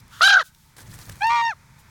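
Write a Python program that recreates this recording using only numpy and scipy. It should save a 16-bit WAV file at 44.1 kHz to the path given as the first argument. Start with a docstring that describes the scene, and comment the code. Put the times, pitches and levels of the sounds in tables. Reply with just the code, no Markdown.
"""A snowy stump outdoors with two ravens on it. The near one draws breath (coloured noise) and gives a hoarse
caw: throat-filtered harmonics and air noise, with a voice that keeps catching. Wings and feathers rustle
(patchy noise, swishes, snaps); then comes a clearer, fluttering call, whose second voice joins midway and
makes sum and difference tones. Behind them are a low distant rumble, soft hiss and a faint wavering tone."""
import sys
import numpy as np
from scipy import signal
from scipy.fft import rfft, irfft, next_fast_len
from scipy.io import wavfile
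from scipy.ndimage import uniform_filter1d, map_coordinates

SR = 44100
rng = np.random.default_rng(int(sys.argv[2]) if len(sys.argv) > 2 else 0)


def gain_from_decibels(decibels):
    """Convert decibel values to linear amplitude factors."""
    exponent = np.asarray(decibels, float) / 20
    return 10 ** exponent


def unload_wav(signal):
    """Save mono or channel-first audio to the path in sys.argv[1] as 16-bit WAV at rate SR, clipped to [-1, 1]."""
    wavfile.write(
        sys.argv[1],
        SR,
        np.round(np.clip(np.atleast_2d(signal).T, -1, 1) * 32767).astype(np.int16),
    )


N = 83790


def unit(x):
    """Normalisation: scales a signal to rms 1."""
    return x / np.sqrt(np.mean(x ** 2) + 1e-20)


def along(points, hz):
    """Spectral envelope: interpolates (f, value) points on a logarithmic frequency axis."""
    f, v = np.transpose(points)
    return np.interp(np.log(hz + 1), np.log(f + 1), v)


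def curves(rows):
    """Piecewise-linear envelopes: each column after the time, then a gate with 2 ms ramps inside the span."""
    s, *columns = np.transpose(rows)
    t = np.arange(N) / SR
    edge = np.clip(np.minimum(t - s[0], s[-1] - t) / .002, 0, 1)
    return [np.interp(t, s, column) for column in columns] + [edge]


def wobble(rate):
    """Slow random modulation: a smooth curve through normal random knots, rate knots a second."""
    knots = rng.standard_normal(int(N * rate / SR) + 4)
    return map_coordinates(knots, [np.arange(N) * rate / SR])


def filtered(x, response):
    """Linear filtering: multiplies the spectrum by a response of frequency, with padding."""
    m = next_fast_len(N + 8192)
    return irfft(rfft(x, m) * response(np.fft.rfftfreq(m, 1 / SR)), m)[..., :N]


def coloured_noise(colour):
    """Spectral shaping: white noise takes the given colour, at rms 1."""
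    return unit(filtered(rng.standard_normal(N), lambda hz: gain_from_decibels(along(colour, hz))))


def bell(t, middle, half_length):
    """Gaussian envelope: 1 in the middle, 1/e at one half length away."""
    return np.exp(-((t - middle) / half_length) ** 2)


def patchy(x, db):
    """Time-frequency modulation: smoothed random gains, of rms db, over the short-time spectrum."""
    z = signal.stft(x, nperseg=256)[2]
    field = uniform_filter1d(uniform_filter1d(rng.standard_normal(z.shape), 14, 0), 6, 1)
    return unit(signal.istft(z * gain_from_decibels(db * unit(field)), nperseg=256)[1][:N])


# low rumble with the beat of wings in it: (t/s, level/dB)
RUMBLE_LEVEL = [(0.0, -48.5), (0.38, -59.5), (0.766, -58), (0.904, -40.5), (1.036, -49.5), (1.1, -39.5),
                (1.2, -49), (1.312, -45), (1.348, -55), (1.9, -54.5)]
# spectrum of the rumble: (f/Hz, relative level/dB)
RUMBLE_SPECTRUM = [(8.8, -37.5), (15, -1.5), (43, 2.5), (139, 6.5), (304, -15), (400, -20), (520, -46.5),
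                   (880, -120)]
# the hiss sinks by the end of the caw and returns: (t/s, level/dB)
HISS_LEVEL = [(0, -59), (.2, -55.5), (.44, -70), (.75, -61), (1.2, -54.5), (1.5, -59), (1.9, -57)]
# spectrum of the hiss: (f/Hz, relative level/dB)
HISS_SPECTRUM = [(150, -33), (250, -20.5), (445, -13.5), (791, -14), (848, -7), (1340, -8.5), (2460, -10),
                 (2830, -21), (3370, -17), (5890, -17.5), (16200, -28)]
TONE_HZ, TONE_WIDTH_HZ, TONE_DB = 904.5, 70, -11  # centre, half width at 1/e, mid level over the hiss


def background():
    """Band-limited noise: rumble, hiss and a narrow band that is heard as a wavering tone."""
    tone = unit(filtered(rng.standard_normal(N), lambda hz: bell(hz, TONE_HZ, TONE_WIDTH_HZ)))
    far = coloured_noise(HISS_SPECTRUM) + gain_from_decibels(TONE_DB + 4 * wobble(22)) * tone
    rumble = gain_from_decibels(curves(RUMBLE_LEVEL)[0]) * coloured_noise(RUMBLE_SPECTRUM)
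    return rumble + gain_from_decibels(curves(HISS_LEVEL)[0]) * far


YARD_DB, YARD_T60_S = -37, .4  # energy of the answer relative to its source, time to decay by 60 dB


def yard(x):
    """Diffuse reverberation: convolution with exponentially decaying noise gives a weak short answer."""
    t = np.arange(SR // 2) / SR
    tail = rng.standard_normal(len(t)) * gain_from_decibels(-60 * t / YARD_T60_S)
    return gain_from_decibels(YARD_DB) * signal.fftconvolve(x, tail / np.linalg.norm(tail))[:N]


# treble level of the rustle, before strokes and crackle: (t/s, level/dB)
RUSTLE_LEVEL = [(0.764, -62), (0.818, -62.5), (0.952, -58.5), (1.168, -59), (1.46, -73)]
# spectrum of rustle and snaps: (f/Hz, relative level/dB)
RUSTLE_SPECTRUM = [(150, -28), (250, -7.5), (819, -9.5), (878, -11.5), (1730, -6.5), (2830, -15.5),
                   (3140, -12.5), (8640, -12.5), (15100, -19), (16200, -18.5)]
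# swells of the rustle with each wing stroke: (middle t/s, half length t/s, gain level/dB)
WING_STROKES = [(0.809, 0.032, 7), (.915, .015, 2), (0.948, .015, 6), (1.018, .02, 4), (1.12, 0.009, 5.5)]
# thin swishes and ticks of feathers: (middle t/s, half length t/s, level/dB)
FEATHER_SWISHES = [(.004, 0.005, -52.5), (0.081, 0.0011, -51), (0.464, 0.028, -50.5),
                   (0.549, 0.00185, -52.5), (0.622, 0.14, -60.5), (1.271, 0.0021, -39), (1.8, 0.017, -56.5)]
# spectrum of the swishes: (f/Hz, relative level/dB)
SWISH_SPECTRUM = [(1470, -39), (2500, -10.5), (3390, -6), (5910, -7), (16200, -10.5)]
# feather snaps: (one length before the peak t/s, relative peak level/dB, rise and decay length t/s)
FEATHER_SNAPS = [(0.767, -28, 0.0012), (0.7825, -26, 0.0016), (0.8055, -28, 0.0014), (0.939, -26, 0.002),
                 (0.989, -23, 0.0012), (1.0125, -30, 0.0015), (1.095, -19, 0.002), (1.156, -29, 0.002)]
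RUSTLE_DB = 7.5  # the whole band over its treble
CRACKLE_DB, PATCHY_DB = 1.7, 2.5  # unevenness in time; over time and frequency


def wings():
    """Friction noise: uneven rustle swelling with the strokes, thin swishes and single snaps of feathers."""
    level_db, edge = curves(RUSTLE_LEVEL)
    t = np.arange(N) / SR
    stroke_db = sum(db * bell(t, s, half) for s, half, db in WING_STROKES)
    crackle_db = CRACKLE_DB * (wobble(69) + wobble(500))
    grain = edge * gain_from_decibels(level_db + RUSTLE_DB + stroke_db + crackle_db)
    swish = sum(gain_from_decibels(db) * bell(t, s, half) for s, half, db in FEATHER_SWISHES)
    snaps = 0.2 * sum(gain_from_decibels(db) * np.exp(-np.abs(t - s - length) / length) for s, db, length in FEATHER_SNAPS)
    rustle = grain * patchy(coloured_noise(RUSTLE_SPECTRUM), PATCHY_DB)
    return rustle + swish * coloured_noise(SWISH_SPECTRUM) + snaps * coloured_noise(RUSTLE_SPECTRUM)


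# the indrawn breath before the caw: (t/s, level/dB around which it wavers)
INHALE_LEVEL = [(0.085, -67.5), (0.127, -48), (0.203, -45.5), (0.207, -31.5)]
# spectrum of the breath: (f/Hz, relative level/dB)
INHALE_SPECTRUM = [(410, -59), (700, -56), (977, -17), (1350, 1.5), (2400, -23.5), (2760, -12), (3480, -9),
                   (4980, -17.5), (6600, -15.5), (7700, -20), (15000, -24.5)]


def inhale():
    """Turbulent flow: air drawn through the open throat makes wavering coloured noise."""
    level_db, edge = curves(INHALE_LEVEL)
    return edge * gain_from_decibels(level_db + wobble(110)) * coloured_noise(INHALE_SPECTRUM)


# clear call: (t/s, pitch f/Hz, 1st to 4th partial level/dB in four columns, base level/dB of the
# higher partials, base flutter depth 0-1)
CALL_TRACK = [(1.205, 754, -49, -46, -49, -75, -73, 0.3), (1.219, 798, -25, -27.5, -29.5, -36, -45, 0.22),
              (1.247, 891.3, -18, -27, -33, -54, -38.5, 0.1),
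              (1.277, 913, -19.5, -29.5, -30.5, -41.5, -40, 0.07),
              (1.341, 949.4, -19, -37.5, -53, -55, -45, 0.16),
              (1.375, 936.3, -20, -32, -44.5, -41.5, -41, 0),
              (1.475, 920.8, -23, -27, -36, -38.5, -42, 0.11),
              (1.495, 905, -25.5, -26.5, -38, -53, -42.5, 0.07),
              (1.511, 829, -32.5, -30, -38, -53, -47, 0.1), (1.538, 567, -56.5, -39.5, -57, -73, -68, 0)]
# throat resonances that the 5th to 14th partials pass through: (f/Hz, gain level/dB)
HIGHER_RESONANCES = [(3800, -3.5), (4350, -3.5), (4950, -12.5), (5450, -5), (6000, -10.5), (6500, -12.5),
                     (7400, -20), (8300, -25), (10500, -38), (13000, -30.5)]
# second voice: (t/s, pitch f/Hz, reference level/dB)
SECOND_VOICE = [(1.285, 1198, -50), (1.305, 1161, -24.5), (1.322, 1194, -25), (1.362, 1185, -25),
                (1.414, 1156, -29), (1.428, 1164, -64)]
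# mixed tones: (multiple of first pitch, multiple of second pitch, level/dB over the second voice)
MIXED_TONES = [(0, 1, -1), (0, 2, -5.5), (1, 1, -12.5), (-1, 2, -14), (2, -1, -32), (1, 2, -16),
               (2, 2, -21.5), (1, 3, -29), (3, 1, -25.5), (3, 2, -28.5), (4, 2, -31)]
# air noise in the call: (f/Hz, relative level/dB)
CALL_AIR_SPECTRUM = [(350, -99), (600, -81), (933, -38), (1050, -33), (1170, -18), (1540, -28), (2360, -24),
                     (9000, -45), (11700, -83), (19800, -120)]
FLUTTER_HZ, FLUTTER_DIP_S = 83.2, 1.229  # rate at the time of this dip
FLUTTER_SLOWS = 50  # Hz per s
FLUTTER_GROWS, FLUTTER_SWING = .66, .13  # deeper per multiple; cycles of pitch swing per unit of depth
HIGHER_WAVER_DB, HIGHER_WAVER_RATE = 4, 70  # each higher partial swells and fades on its own; knots/s
CALL_JITTER = .016  # cycles of phase wander
CALL_NOISE_DB, ROUGH_NOISE_DB = -28, -16  # air relative to the first fundamental and to the second voice


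def call():
    """Intermodulation: a fluttering harmonic voice mixes with a second into sum and difference tones."""
    pitch, *low_db, high_db, depth, edge = curves(CALL_TRACK)
    pitch2, second_db, edge2 = curves(SECOND_VOICE)
    since_dip = np.arange(N) / SR - FLUTTER_DIP_S
    turns2 = np.cumsum(pitch2) / SR + CALL_JITTER * wobble(190)
    flutter = (FLUTTER_HZ - FLUTTER_SLOWS * since_dip / 2) * since_dip + 0.042 * wobble(30)
    swing = FLUTTER_SWING * depth * np.sin(2 * np.pi * flutter)
    turns = np.cumsum(pitch) / SR + CALL_JITTER * wobble(210) - swing

    def tone(m, n, db, lag=0):
        """Amplitude modulation: the tone at m times the first pitch plus n times the second, fluttering."""
        dip = np.clip(depth * (1 + FLUTTER_GROWS * (abs(m) + n - 1)), 0, .8)
        envelope = 1 - dip * np.cos(2 * np.pi * (flutter + 0.25 * lag))
        return gain_from_decibels(db) * np.sqrt(2) * np.cos(2 * np.pi * (m * turns + n * turns2 + lag)) * envelope

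    def waver():
        """Random modulation: a level curve in dB for one partial."""
        return HIGHER_WAVER_DB * wobble(HIGHER_WAVER_RATE)

    first = sum(tone(k + 1, 0, db) for k, db in enumerate(low_db))
    for m in range(5, 15):
        first = first + tone(m, 0, high_db + along(HIGHER_RESONANCES, m * pitch) + waver(), rng.random())
    mixed = 0
    for m, n, db in MIXED_TONES:
        m, n = round(m), round(n)
        level_db = second_db + db + (db < -21) * waver()  # only the weak ones waver
        mixed = mixed + tone(m, n, level_db, (m + 1) % 2 / 2)  # even m: half a cycle against the first voice
    air = coloured_noise(CALL_AIR_SPECTRUM)
    clear = first + gain_from_decibels(low_db[0] + CALL_NOISE_DB) * air
    rough = mixed + gain_from_decibels(second_db + ROUGH_NOISE_DB) * air
    return edge * clear + edge2 * rough


# hoarse caw: (t/s, pitch f/Hz before catches, then level/dB of the low, middle and high band)
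CAW_TRACK = [(0.208, 624.3, -14.5, -51, -61.5), (0.22, 739, -13.5, -16.5, -41.5),
             (0.228, 683.4, -11.5, -22, -36.5), (0.242, 777.7, -12, -16.5, -37),
             (0.282, 809, -13.5, -19, -37), (0.336, 816.7, -11, -25.5, -53.5), (0.344, 813, -13, -24, -50),
             (0.362, 779, -9, -38.5, -60), (0.372, 788.4, -10.5, -36, -54.5),
             (0.378, 762.7, -12, -40.5, -61), (0.4, 689, -17, -35.5, -64.5), (0.418, 511, -27, -34.5, -51),
             (0.43, 360.5, -33, -46, -70)]
# throat resonances: (f/Hz, relative level/dB within a band)
THROAT = [(180, -83.5), (300, -48), (412, -9.5), (787, -10), (1430, 7), (1580, 8.5), (1690, 0.5),
          (2360, -20.5), (3030, -7.5), (4160, -6.5), (4830, -16), (6620, -16.5), (7820, -43.5),
          (9880, -38.5), (16000, -59.5)]
# the two edges between the three bands: f/Hz
BAND_EDGES = (2250, 7200)
# the voice catches: (t/s, depth 0-1, half width t/s, cycles slipped)
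VOICE_CATCHES = [(.2145, .85, .002, .25), (.228, .6, .0015, .15), (.253, .15, .002, 0),
                 (.281, .45, .0013, .5), (.306, .6, .0016, .5), (.3305, .7, .0016, .3),
                 (.341, .65, .0014, .5), (.356, .92, .002, .25), (.3645, .8, .0025, .25),
                 (.384, .9, .0018, .25), (.396, .9, .002, .25)]
# base ratio of air noise to tone, one per band
AIR_SHARE = (.1, .45, 2)
# more air noise while caught, one factor per band
CATCH_AIR = (.25, 1.3, 0)
SAG_CYCLES, SAG_S, SAG_LEAD_S = .3, .005, .002  # the pitch sags into each catch
PULSE_SCATTER = .17  # cycles; small, so the partials lock into one sharp pull per cycle
CAW_JITTER, CAW_JITTER_RATE = .036, 180  # cycles of phase wander, knots/s
# each partial swells and fades on its own: above the 2nd, up to the 2nd, knots/s
PARTIAL_WAVER_DB, LOW_WAVER_DB, WAVER_RATE = 3.5, 1.3, 120
AIR_LOW_HZ = 620  # the air noise falls away below this
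RASP_FROM_S, RASP_GROWS = .27, 10  # later the upper bands get more air, growth per s


def caw():
    """Source and filter: harmonics and pulsed air pass the throat; catches dip the level and slip the cycle."""
    pitch, *levels_db, edge = curves(CAW_TRACK)
    t = np.arange(N) / SR
    openness, slip = np.ones(N), np.zeros(N)
    for s, depth, width, cycles in VOICE_CATCHES:
        openness = openness * (1 - depth * bell(t, s, width))
        sag = SAG_CYCLES * np.tanh((t - s + SAG_LEAD_S) / SAG_S)
        slip = slip + (cycles * np.tanh((t - s) / width) + sag) / 2
    on = edge > 0
    turns = (np.cumsum(pitch) / SR - slip + CAW_JITTER * wobble(CAW_JITTER_RATE))[on]
    openness = openness[on]

    k = np.arange(1, 31)[:, None]  # partial numbers
    hz = k * pitch[on]
    band = np.digitize(hz, BAND_EDGES)
    size = gain_from_decibels(along(THROAT, hz))
    waver_db = np.where(k > 2, PARTIAL_WAVER_DB, LOW_WAVER_DB)
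    waver = gain_from_decibels(waver_db * np.array([wobble(WAVER_RATE)[on] for _ in k]))
    phase = k * turns + PULSE_SCATTER * rng.standard_normal(k.shape)
    partials = -waver * size * np.cos(2 * np.pi * phase)

    air = rng.standard_normal(N)
    out = np.zeros(N)
    for b, (level_db, noise) in enumerate(zip(levels_db, AIR_SHARE)):
        def air_response(f):
            """High-pass and band filtering: the throat's response to air in this band."""
            in_band = np.digitize(f, BAND_EDGES) == b
            return gain_from_decibels(along(THROAT, f)) * in_band / (1 + (AIR_LOW_HZ / (f + 1)) ** 10)

        tone = (partials * (band == b)).sum(0) / np.sqrt((size ** 2 * (band == b)).sum(0) / 2)
        puff = unit(filtered(air, air_response))[on]
        share, power = noise, 1
        if b > 0:  # in the upper bands the air pulses with the voice
            puff = puff * (1 + np.cos(2 * np.pi * turns)) / np.sqrt(1.5) * gain_from_decibels(2.9 * wobble(150)[on])
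            share = noise * (1 + RASP_GROWS * np.clip(t[on] - RASP_FROM_S, 0, 1))
            power = 1 + share ** 2 / 2
        voiced = (openness * tone + share * puff) / np.sqrt(power)
        caught = CATCH_AIR[b] * (1 - openness) * puff
        out[on] += gain_from_decibels(level_db[on]) * edge[on] * (voiced + caught)
    return out


def scene():
    """Superposition: all sources add in one channel, and the voices also reach the yard."""
    voices = caw() + call()
    return (voices + yard(voices) + inhale() + wings() + background())[None]


def roll_off(x):
    """The treble ends steeply here."""
    return signal.sosfilt(signal.butter(12, 17030, fs=SR, output="sos"), x)


def record(dry):
    """Signal chain: the finished mix goes to the output stage."""
    return roll_off(dry)


dry = scene()
out = record(dry)
unload_wav(out)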